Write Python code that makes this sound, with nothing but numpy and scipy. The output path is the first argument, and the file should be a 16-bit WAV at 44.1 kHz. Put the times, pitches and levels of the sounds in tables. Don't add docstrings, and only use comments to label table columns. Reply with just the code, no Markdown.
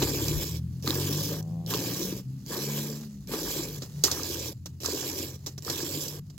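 import sys
import numpy as np
from scipy import signal
from scipy.fft import rfft, irfft, next_fast_len
from scipy.io import wavfile
from scipy.ndimage import uniform_filter1d

SR = 44100
rng = np.random.default_rng(int(sys.argv[2]) if len(sys.argv) > 2 else 0)


def wrap_up_sound(samples):
    columns = np.atleast_2d(samples).T
    tamed = np.clip(columns, -1, 1)
    steps = np.round(tamed * 32767).astype(np.int16)
    wavfile.write(sys.argv[1], SR, steps)


def field_ratio(decibels):
    return 10 ** (np.asarray(decibels, dtype=float) / 20)


N = 281342

# jet start, full flow, grip easing, knee and stop in seconds, spray level in dB at full flow
SQUIRTS = [(-.05, .0, 0.42, .586, 0.61, -34.5), (0.825, 0.875, 1.33, 1.436, 1.41, -34.5),
           (1.663, 1.708, 2.06, 2.2, 2.238, -34.5), (2.463, 2.518, 2.833, 2.974, 3.085, -36),
           (3.273, 3.329, 3.58, 3.79, 3.792, -35.5), (4.078, 4.123, 4.47, 4.54, 4.53, -37),
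           (4.803, 4.856, 5.22, 5.36, 5.385, -36), (5.623, 5.685, 6.02, 6.24, 6.197, -36.5)]
# time in seconds, hiss peak in dB,
# centre in Hz, length in seconds, thud in dB re the hiss.
SPITS = [(.021, -20.5, 3800, 0.019, 5), (.2569, -28, 5540, .003, -25), (.282, -18, 5800, 0.0047, -22),
         (0.876, -14, 3720, 0.0021, 3), (0.906, -11.5, 3760, 0.0024, -15), (1.4263, -36, 7000, 0.0036, -20),
         (1.7377, -14.5, 3400, 0.0029, -12), (1.744, -14.5, 3400, 0.0038, -19),
         (1.7475, -24, 6473, 0.0037, -16), (2.699, -26, 6110, 0.0023, -26),
         (2.9006, -26, 5600, 0.0025, -12), (3.003, -47, 6000, .002, -20), (3.034, -44, 5056, .006, 4),
         (3.338, -31, 3000, .0035, 9), (3.7714, -38, 5460, 0.0038, -20), (3.82, -28, 5240, 0.021, -5),
         (4.0377, -3, 5583, 0.0071, -25), (4.043, -12, 5607, 0.023, -22), (4.1143, -12.5, 6080, .005, -12),
         (4.121, -21.5, 5000, 0.014, -18), (4.233, -16, 5750, .0015, -24), (4.658, -28, 5520, 0.013, -5),
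         (4.833, -29, 5540, .0045, 1), (4.859, -14, 5817, 0.0053, -20), (5.462, -24, 5800, 0.022, -8),
         (5.5787, -30.5, 5796, 0.011, -4), (5.648, -27, 5530, .0035, -18), (5.698, -16.5, 5286, 0.0094, -9),
         (6.082, -22.5, 5900, .0043, -31), (6.2997, -40.5, 5406, 0.0096, -9)]
# hiss peak in dB, centre in Hz, length in seconds
# (below the 1 ms floor, so 1 ms), thud in dB re the hiss.
OPENING_SPIT = (-30, 5500, -0.1, -23)
# time in seconds, level in dB before colouring, pitch in Hz.
LOUD_BUBBLES = [(.019, -19.5, 980), (.029, -15.5, 299), (0.151, -27, 330), (0.217, -21, 305),
                (.309, -21, 320), (.844, -28.5, 421), (0.873, -19.5, 1180), (.875, -24.5, 275.2),
                (.952, -24, 326), (1.107, -19, 273), (1.73, -24, 1001), (1.737, -21, 1110),
                (1.747, -20.5, 410), (1.836, -26, 339), (2.018, -20.5, 323), (2.123, -22.5, 335),
                (2.504, -26.5, 469.7), (2.523, -25.5, 985), (3.294, -27, 428), (3.336, -23, 1170),
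                (3.337, -19.5, 415), (3.561, -25, 368), (3.593, -22, 326), (3.82, -32.5, 260),
                (4.04, -20.5, 293.2), (4.082, -19, 1160), (4.1, -30, 1170), (4.172, -30, 1170),
                (4.196, -27, 1160), (4.3, -23.5, 357), (4.847, -23.5, 1200), (4.883, -30, 958),
                (4.885, -21, 450), (4.965, -30, 301), (5.064, -27, 410.6), (5.2, -25, 300),
                (5.465, -34, 291.7), (5.664, -27.5, 450), (5.68, -24, 1249), (5.829, -20, 328),
                (5.972, -22.5, 297)]
# frequency in Hz, relative density in dB per Hz.
SPRAY_COLOUR = [(1400, -20.5), (2000, -14.5), (2450, -8.5), (3200, -2.5), (3700, -4.5), (4400, -3.5),
                (5300, 1.5), (6300, -2), (7500, -1), (8200, -6.5), (9000, -10.5), (10500, -5.5),
                (12100, -3), (14000, 0), (15600, -3)]
# frequency in Hz, relative density in dB per Hz.
HOLE_MOUTH_COLOUR = [(410, -47), (700, -3), (974, 4.5), (1060, 2.5), (1190, 2), (1350, -8.5), (1640, 3.5),
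                     (2020, -6), (2400, -13.5), (3120, -31), (5280, -120)]
# frequency in Hz, width in Hz, lift in dB.
PAIL_RINGS = [(3400, 110, 3), (4013, 210, 5.5), (4760, 62, 7.5), (5160, 64, -7.5), (5657, 170, 5),
              (6450, 45, 4.5), (7350, 51, 9), (12000, 47, 9.5)]
# frequency in Hz, relative density in dB per Hz.
FIZZ_COLOUR = [(240, -29.5), (400, -3), (439, -13), (697, -20.5), (1600, -26), (1900, -23), (2290, -29),
               (2800, -23), (3310, -26), (4310, -20.5), (6950, -18.5), (8630, -27), (16000, -23.5)]
# time in seconds, level in dB.
FIZZ_LEVEL = [(.7, -63.5), (1.45, -56), (1.65, -60.5), (2.35, -61), (3.05, -55), (3.26, -64.5), (3.8, -53),
              (4, -55), (4.6, -66), (4.8, -71), (5.42, -61.5), (5.6, -73), (6.25, -65), (6.36, -61)]
# time in seconds, firing rate in Hz, levels in dB of its multiples 2, 3 and 4 before blur.
ENGINE = [(0, 33.15, -38, -40, -32), (.17, 35.46, -43, -39, -43.5), (.3, 37.15, -39, -35, -36),
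          (.45, 38.74, -41, -52, -42), (.6, 41.2, -36.5, -36, -37), (.76, 43, -45, -40, -47),
          (1.05, 47, -35.5, -33.5, -45.5), (1.3, 52, -43, -38.5, -59), (1.55, 54.6, -41, -35, -56),
          (1.95, 60.4, -41, -46.5, -68), (2.06, 62.03, -54, -39.5, -77), (2.3, 65.8, -35, -50, -52),
          (2.52, 67.96, -50.5, -47, -57), (2.7, 71.2, -35, -38.5, -60), (3.02, 74.3, -40.5, -42.5, -73),
          (3.12, 69.6, -49, -46, -64), (3.36, 58.2, -53, -51, -62), (3.47, 52.46, -55, -45, -62),
          (3.6, 51.43, -54, -46, -56), (3.72, 49.7, -57, -39, -65), (3.83, 43.9, -52, -42.5, -60),
          (3.89, 36.3, -50, -48, -40), (4.01, 36.9, -52, -46, -37), (4.12, 42.23, -44.5, -49.5, -52),
          (4.45, 41.24, -46.5, -46, -51.5), (5, 43.46, -47.5, -48.5, -54), (5.6, 45.9, -46, -45.5, -61),
          (6.38, 50.3, -51, -43, -70)]
# time in seconds, share from 0 to 1.
AIR_BLUR = [(0, .12), (3.05, .15), (3.3, .75), (6.38, .75)]
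# frequency in Hz, relative density in dB per Hz.
RUMBLE_COLOUR = [(25, -35), (45, -12), (90, -4), (150, 3.5), (220, -5), (300, -14.5), (420, -34),
                 (600, -44.5)]
# time in seconds, level in dB.
RUMBLE_LEVEL = [(0, -38.5), (1, -42), (2, -42), (3, -47), (4, -46), (5, -51), (6.38, -47.5)]
# time in seconds, pitch in Hz, level in dB before the muzzle.
MOO = [(1.24, 77.3, -70), (1.32, 80.2, -61), (1.45, 83.2, -58.5), (1.55, 86.13, -57), (1.8, 86.2, -59),
       (1.92, 84.7, -61), (2.02, 84.1, -68)]
# frequency in Hz, gain in dB.
MUZZLE = [(340, 1), (430, -4), (520, 0.5), (690, 0), (800, -1), (900, -14.5), (1100, -8.5), (1300, -33)]
# frequency in Hz, lead of the left port in radians.
LEFT_LEAD = [(0, 0), (1120, 0.43), (1720, 1.37), (3270, 1.16), (4310, 1.68), (4650, -1.8), (5080, 0),
             (5770, 4.5), (7320, 7), (9040, 10), (10200, 10.5), (12100, 4.5), (14200, 9), (16400, 49)]
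# frequency in Hz, left minus right in dB.
LEFT_LEAN = [(60, 9), (110, 1), (200, 2.5), (380, 2.5), (700, 3.5), (1290, -3), (2380, 4), (4400, -8.5),
             (8120, -2.5), (15000, 0.5)]
# frequency in Hz, shared part from 0 to 1.
PORT_LIKENESS = [(60, .93), (180, .99), (400, .99), (700, .94), (1400, .84), (2800, .64), (6000, .64),
                 (10000, .4), (15000, .3)]
# frequency in Hz, relative gain in dB.
LOUD_BUBBLE_COLOUR = [(100, -30), (200, -2), (20000, -0.5)]
AIM_HZ = [2320, 3380, 7600, 11400]
# time in seconds, lifts in dB of the four AIM_HZ bands, left minus right in dB.
AIM = [(.3, 11, 2, 2.5, 2, 0.43), (1.1, 1, 2.5, -3, -3, 0.88), (1.9, 5.5, -1, -1, -.5, 0.47),
       (2.7, 10, 0, 1.6, 2.5, 1), (3.5, 10.5, 2, 2.5, 2, 0.074), (4.3, 7, 2, -2, -1, -1.1),
       (5.1, 9.5, -0.5, 3, 0.5, -1.38), (5.9, 6, 2, 4.5, 3.5, -2.2)]
# frequency in Hz, relative gain in dB.
HOLE_COLOUR = [(120, -23.5), (230, -6), (320, -0.5), (450, -3), (600, -5.5), (800, -3.5), (20000, -13.5)]
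# frequency in Hz, relative gain in dB.
SPATTER_COLOUR = [(150, -29.5), (300, 10), (2000, -6.5), (2500, -4.5), (3200, -1), (7600, 3), (9000, -9),
                  (12000, 3.5), (16500, 4.5)]
# time in seconds, level in dB.
GUST = [(0, -56), (.3, -42), (.37, -30), (.44, -55), (2, -65), (6.38, -86)]
# dB re the spray gain in the first drops, at full flow, late in the hold,
# in the release; then settling time after full flow in seconds. Later layer gains come on top.
GURGLE_LAYER = (-2.5, -1, -4, 2, 0.35)
SPLASH_LAYER = (-17.5, -8.5, -17, -13, 0.08)
BREAKUP_LAYER = (-7.5, -14.5, -13, -7.5, -3)
# time in seconds, gurgle lift in dB, splash lift in dB.
DEPTH = [(.1, 3, 2), (.45, -0.5, 1), (1.1, 1, 0), (1.9, -1, 0), (2.7, 0, 1), (3.5, 1, 2), (4.15, 0.5, 2.5),
         (4.4, 0.5, -0.5), (5.1, 0, 0.5), (5.9, -1.5, -0.5)]


def evened(x):
    return x / np.sqrt(np.mean(x ** 2) + 1e-20)


def read(points, hz):
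    f, value = np.transpose(points)
    return np.interp(np.log(hz + 1), np.log(f + 1), value)


def curve(rows, column=1):
    rows = np.array(rows)
    return np.interp(np.arange(N) / SR, rows[:, 0], rows[:, column])


def wander(hz):
    return evened(signal.lfilter([1], [1, -np.exp(-2 * np.pi * hz / SR)], rng.standard_normal(N)))


def band(x, hz, q):
    return signal.lfilter(*signal.iirpeak(hz, q, SR), x)


def heard(pair, colour, rings=()):
    size = next_fast_len(N + 4096)
    hz = np.fft.rfftfreq(size, 1 / SR)
    gain_db = np.maximum(read(colour, hz), -80)
    gain_db += sum(lift / (1 + (2 * (hz - f) / width) ** 2) for f, width, lift in rings)
    cepstrum = irfft(gain_db * np.log(10) / 20, size)
    cepstrum[1:size // 2] *= 2
    cepstrum[size // 2 + 1:] = 0
    gain = np.exp(rfft(cepstrum))
    shared, other = rfft(pair, size)
    same = np.clip(read(PORT_LIKENESS, hz), 0, 1)
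    lag = np.exp(-1j * np.interp(hz, *np.transpose(LEFT_LEAD)))
    right = same * shared * lag + np.sqrt(1 - same ** 2) * other
    lean = field_ratio(read(LEFT_LEAN, hz) / 2)
    ports = irfft(np.array([shared * lean, right / lean]) * gain, size)[:, :N]
    return ports / np.sqrt(np.mean(abs(gain) ** 2))


def patchy(sound, patch_db, lift_db=0):
    hz, t, z = signal.stft(sound, SR, nperseg=256, noverlap=192)
    patches = uniform_filter1d(rng.standard_normal((len(t), len(hz))), size=30, axis=0)
    patches = evened(uniform_filter1d(patches, size=4, axis=1)).T
    z = z * field_ratio(patch_db * patches + lift_db)
    return signal.istft(z, SR, nperseg=256, noverlap=192)[1][:, :N]


def droplets(per_s, spread_db, decay_ms):
    size = field_ratio(spread_db * np.minimum(rng.exponential(1, N), 5))
    size = size * (rng.random(N) < per_s / SR)
    power = signal.lfilter([1], [1, -np.exp(-1000 / (decay_ms * SR))], size ** 2)
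    return evened(np.sqrt(power) * rng.standard_normal((2, N)))


def squirt_gain(layer=None):
    dribble_db, surge_db, surge_s = -14, 0.5, 0.028
    knee_db, stop_db = -13.5, -41.5
    dig_s = 0.029
    out, t = np.zeros(N), np.arange(N) / SR
    for start, full, ease, knee, stop, spray_db in SQUIRTS:
        since = np.maximum(t - full, 0)
        opening = np.interp(t, [start, full], [0, 1])
        shape_db = np.interp(t, [start, full, ease, knee, stop], [dribble_db, 0, 0, knee_db, stop_db], -200, -200)
        shape_db += surge_db * opening * np.exp(-since / surge_s)
        if layer:
            first_db, full_db, late_db, end_db, settle_s = layer
            shape_db += np.interp(t, [start, full, ease, knee], [first_db, late_db, late_db, end_db])
            broken_in = np.interp(t, [start, full + dig_s], [0, 1])
            settling = np.exp(-np.maximum(since - dig_s, 0) / settle_s)
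            shape_db += (full_db - late_db) * broken_in * settling
        out += field_ratio(spray_db + shape_db)
    return out


def spray():
    flutter = field_ratio(0.46 * wander(32) + 1.17 * wander(6.1))
    hiss = droplets(2600, 1.6, decay_ms=.7)
    crackle = droplets(45, 2.5, decay_ms=.25)
    fat = droplets(110, 2.8, decay_ms=1.2) * squirt_gain(BREAKUP_LAYER)
    jet = (hiss + .16 * crackle) * squirt_gain() * flutter
    sound = heard(jet + fat, SPRAY_COLOUR, PAIL_RINGS)
    hz = np.fft.rfftfreq(256, 1 / SR)[:, None]
    t = np.arange(-(-N // 64) + 1) * 64 / SR
    s, *lifts, _ = np.transpose(AIM)
    lift_db = sum(np.exp(-((hz - f) / (0.07 * f)) ** 2) * np.interp(t, s, db) for f, db in zip(AIM_HZ, lifts))
    return patchy(sound, 2.37, lift_db) * field_ratio(curve(AIM, column=5) * [[.5], [-.5]])


def spits():
    out, t = np.zeros((2, N + SR)), np.arange(SR // 10) / SR
    rows = [(row[0], *OPENING_SPIT) for row in SQUIRTS[1:]] + SPITS
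    noises = rng.standard_normal((len(rows), 2, 2, len(t)))
    for (s, peak_db, hz, length_s, thud_db), noise in zip(rows, noises):
        hold = np.exp(-(t / np.clip(length_s, .001, .05)) ** 1.95)
        shape = np.minimum(t / 0.00042, 1) * hold * (1 + 0.37 * np.exp(-t / 0.00063))
        hiss = shape * (band(noise[0], hz, q=2.85) + 0.15 * noise[0])
        thud = shape * (band(noise[1], 1380, q=1.0) + 1.66 * band(noise[1], 356, q=1.06))
        burst = hiss / abs(hiss[0]).max() + field_ratio(thud_db) * thud / abs(thud[0]).max()
        out[:, round(s * SR):][:, :len(t)] += field_ratio(peak_db) * burst
    return heard(out[:, :N], SPATTER_COLOUR, PAIL_RINGS)


def splash():
    drops = droplets(700, 2.5, decay_ms=3.0) * squirt_gain(SPLASH_LAYER)
    return heard(drops * field_ratio(curve(DEPTH, column=2) + 1.97 * wander(9.8)), HOLE_MOUTH_COLOUR)


def bubble(hz, cycles, rise):
    u = np.arange(int(SR * .08)) / SR * hz
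    return np.minimum(u / 0.76, 1) * np.exp(-u / cycles) * np.sin(2 * np.pi * u * (1 + rise * u))


def gurgle():
    crowd = np.zeros(N)
    crowd_chance = rng.random((16, 2))
    for k, chance in enumerate(crowd_chance):
        hz = 245 * 2.38 ** (k / len(crowd_chance))
        size = field_ratio(2.6 * np.minimum(rng.exponential(1, N), 4))
        size = size * (rng.random(N) < 70 / SR) * rng.choice([-1, 1], N)
        crowd += signal.oaconvolve(size, bubble(hz, 1.6 + 2 * chance[0], 0.023 * chance[1]))[:N]
    crowd = evened(crowd) * squirt_gain(GURGLE_LAYER) * field_ratio(curve(DEPTH) + 1.7 * wander(9.7))
    singles = np.zeros(N + SR)
    for s, db, hz in LOUD_BUBBLES:
        sound = bubble(hz, 2.33, 0.0034)
        singles[round(s * SR):][:len(sound)] += field_ratio(db) * sound

    def pair(x):
        return np.array([x[:N], np.roll(x[:N], 400)])

    return field_ratio(-9.5) * heard(pair(crowd), HOLE_COLOUR) + heard(pair(singles), LOUD_BUBBLE_COLOUR)


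def foam():
    stir_db, stir_s, long_s = -28, 0.064, .007
    t, stirred = np.arange(N) / SR, np.zeros(N)
    for s, peak_db, _, length_s, _ in SPITS:
        if length_s > long_s:
            stirred += (t > s) * field_ratio(peak_db + stir_db) * np.exp(-abs(t - s) / stir_s)
    level = (field_ratio(curve(FIZZ_LEVEL)) + stirred) * field_ratio(3.2 * wander(2.1))
    return patchy(heard(droplets(3000, 0.95, decay_ms=0.87) * level, FIZZ_COLOUR), 1.3)


def vehicle():
    pull_db, coast_db = -64.5, -48
    coast_s = (3.1, 3.2, 3.7, 3.85)
    blur_hz = 8
    t, blur = np.arange(N) / SR, np.clip(curve(AIR_BLUR), 0, 1)
    turns = np.cumsum(curve(ENGINE) * (1 + 0.005368 * wander(4.63))) / SR
    levels_db = [np.interp(t, coast_s, [pull_db, coast_db, coast_db, pull_db])]
    levels_db += [curve(ENGINE, k) for k in range(2, 5)]
    tones = np.zeros(N)
    for multiple, db in enumerate(levels_db, 1):
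        in_phase, quadrature = [uniform_filter1d(wander(blur_hz), size=900) for _ in range(2)]
        size = np.sqrt(2 * (1 - blur ** 2)) + blur * (in_phase + 1j * quadrature)
        tones += field_ratio(db) * (size * np.exp(2j * np.pi * multiple * turns)).real
    rumble = rng.standard_normal((2, N)) * field_ratio(curve(RUMBLE_LEVEL) + 0.56 * wander(1.5))
    return np.array([field_ratio(.6) * tones, np.roll(tones, -4)]) + heard(rumble, RUMBLE_COLOUR)


def cow():
    s, hz, db = np.transpose(MOO)
    t = np.arange(s[0], s[-1], 1 / SR)
    hz = np.interp(t, s, hz)
    drift = wander(10)
    turns = np.cumsum(hz) / SR
    voice = np.zeros(len(t))
    for k in range(4, 16):
        gain = field_ratio(read(MUZZLE, k * hz) + 2.6 * drift[k * 9000:][:len(t)])
        voice += gain * np.cos(2 * np.pi * k * turns)
    out = np.zeros(N)
    out[round(s[0] * SR):][:len(t)] = field_ratio(np.interp(t, s, db)) * voice
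    return np.array([field_ratio(0.5) * out, field_ratio(-6.5) * np.roll(out, -5)])


def breeze():
    centre_hz, port_db = 52, [[2], [-10]]
    push = band(band(rng.standard_normal((2, N)), centre_hz, q=1), centre_hz, q=1)
    return field_ratio(curve(GUST) + 2 * wander(4.6) + port_db) * evened(push)


def scene():
    return spray() + spits() + splash() + gurgle() + foam() + vehicle() + cow() + breeze()


def roll_off(x):
    return signal.sosfilt(signal.butter(12, 16820, fs=SR, output="sos"), x)


def record(dry):
    bass_cut_hz, edge_hz = 38, 15900
    cut = signal.sosfilt(signal.butter(2, bass_cut_hz, "high", fs=SR, output="sos"), dry)
    low_pass = signal.firwin(801, edge_hz, window=("kaiser", 6), fs=SR)
    return roll_off(signal.oaconvolve(cut, low_pass[None], "same"))


dry = scene()
out = record(dry)
wrap_up_sound(out)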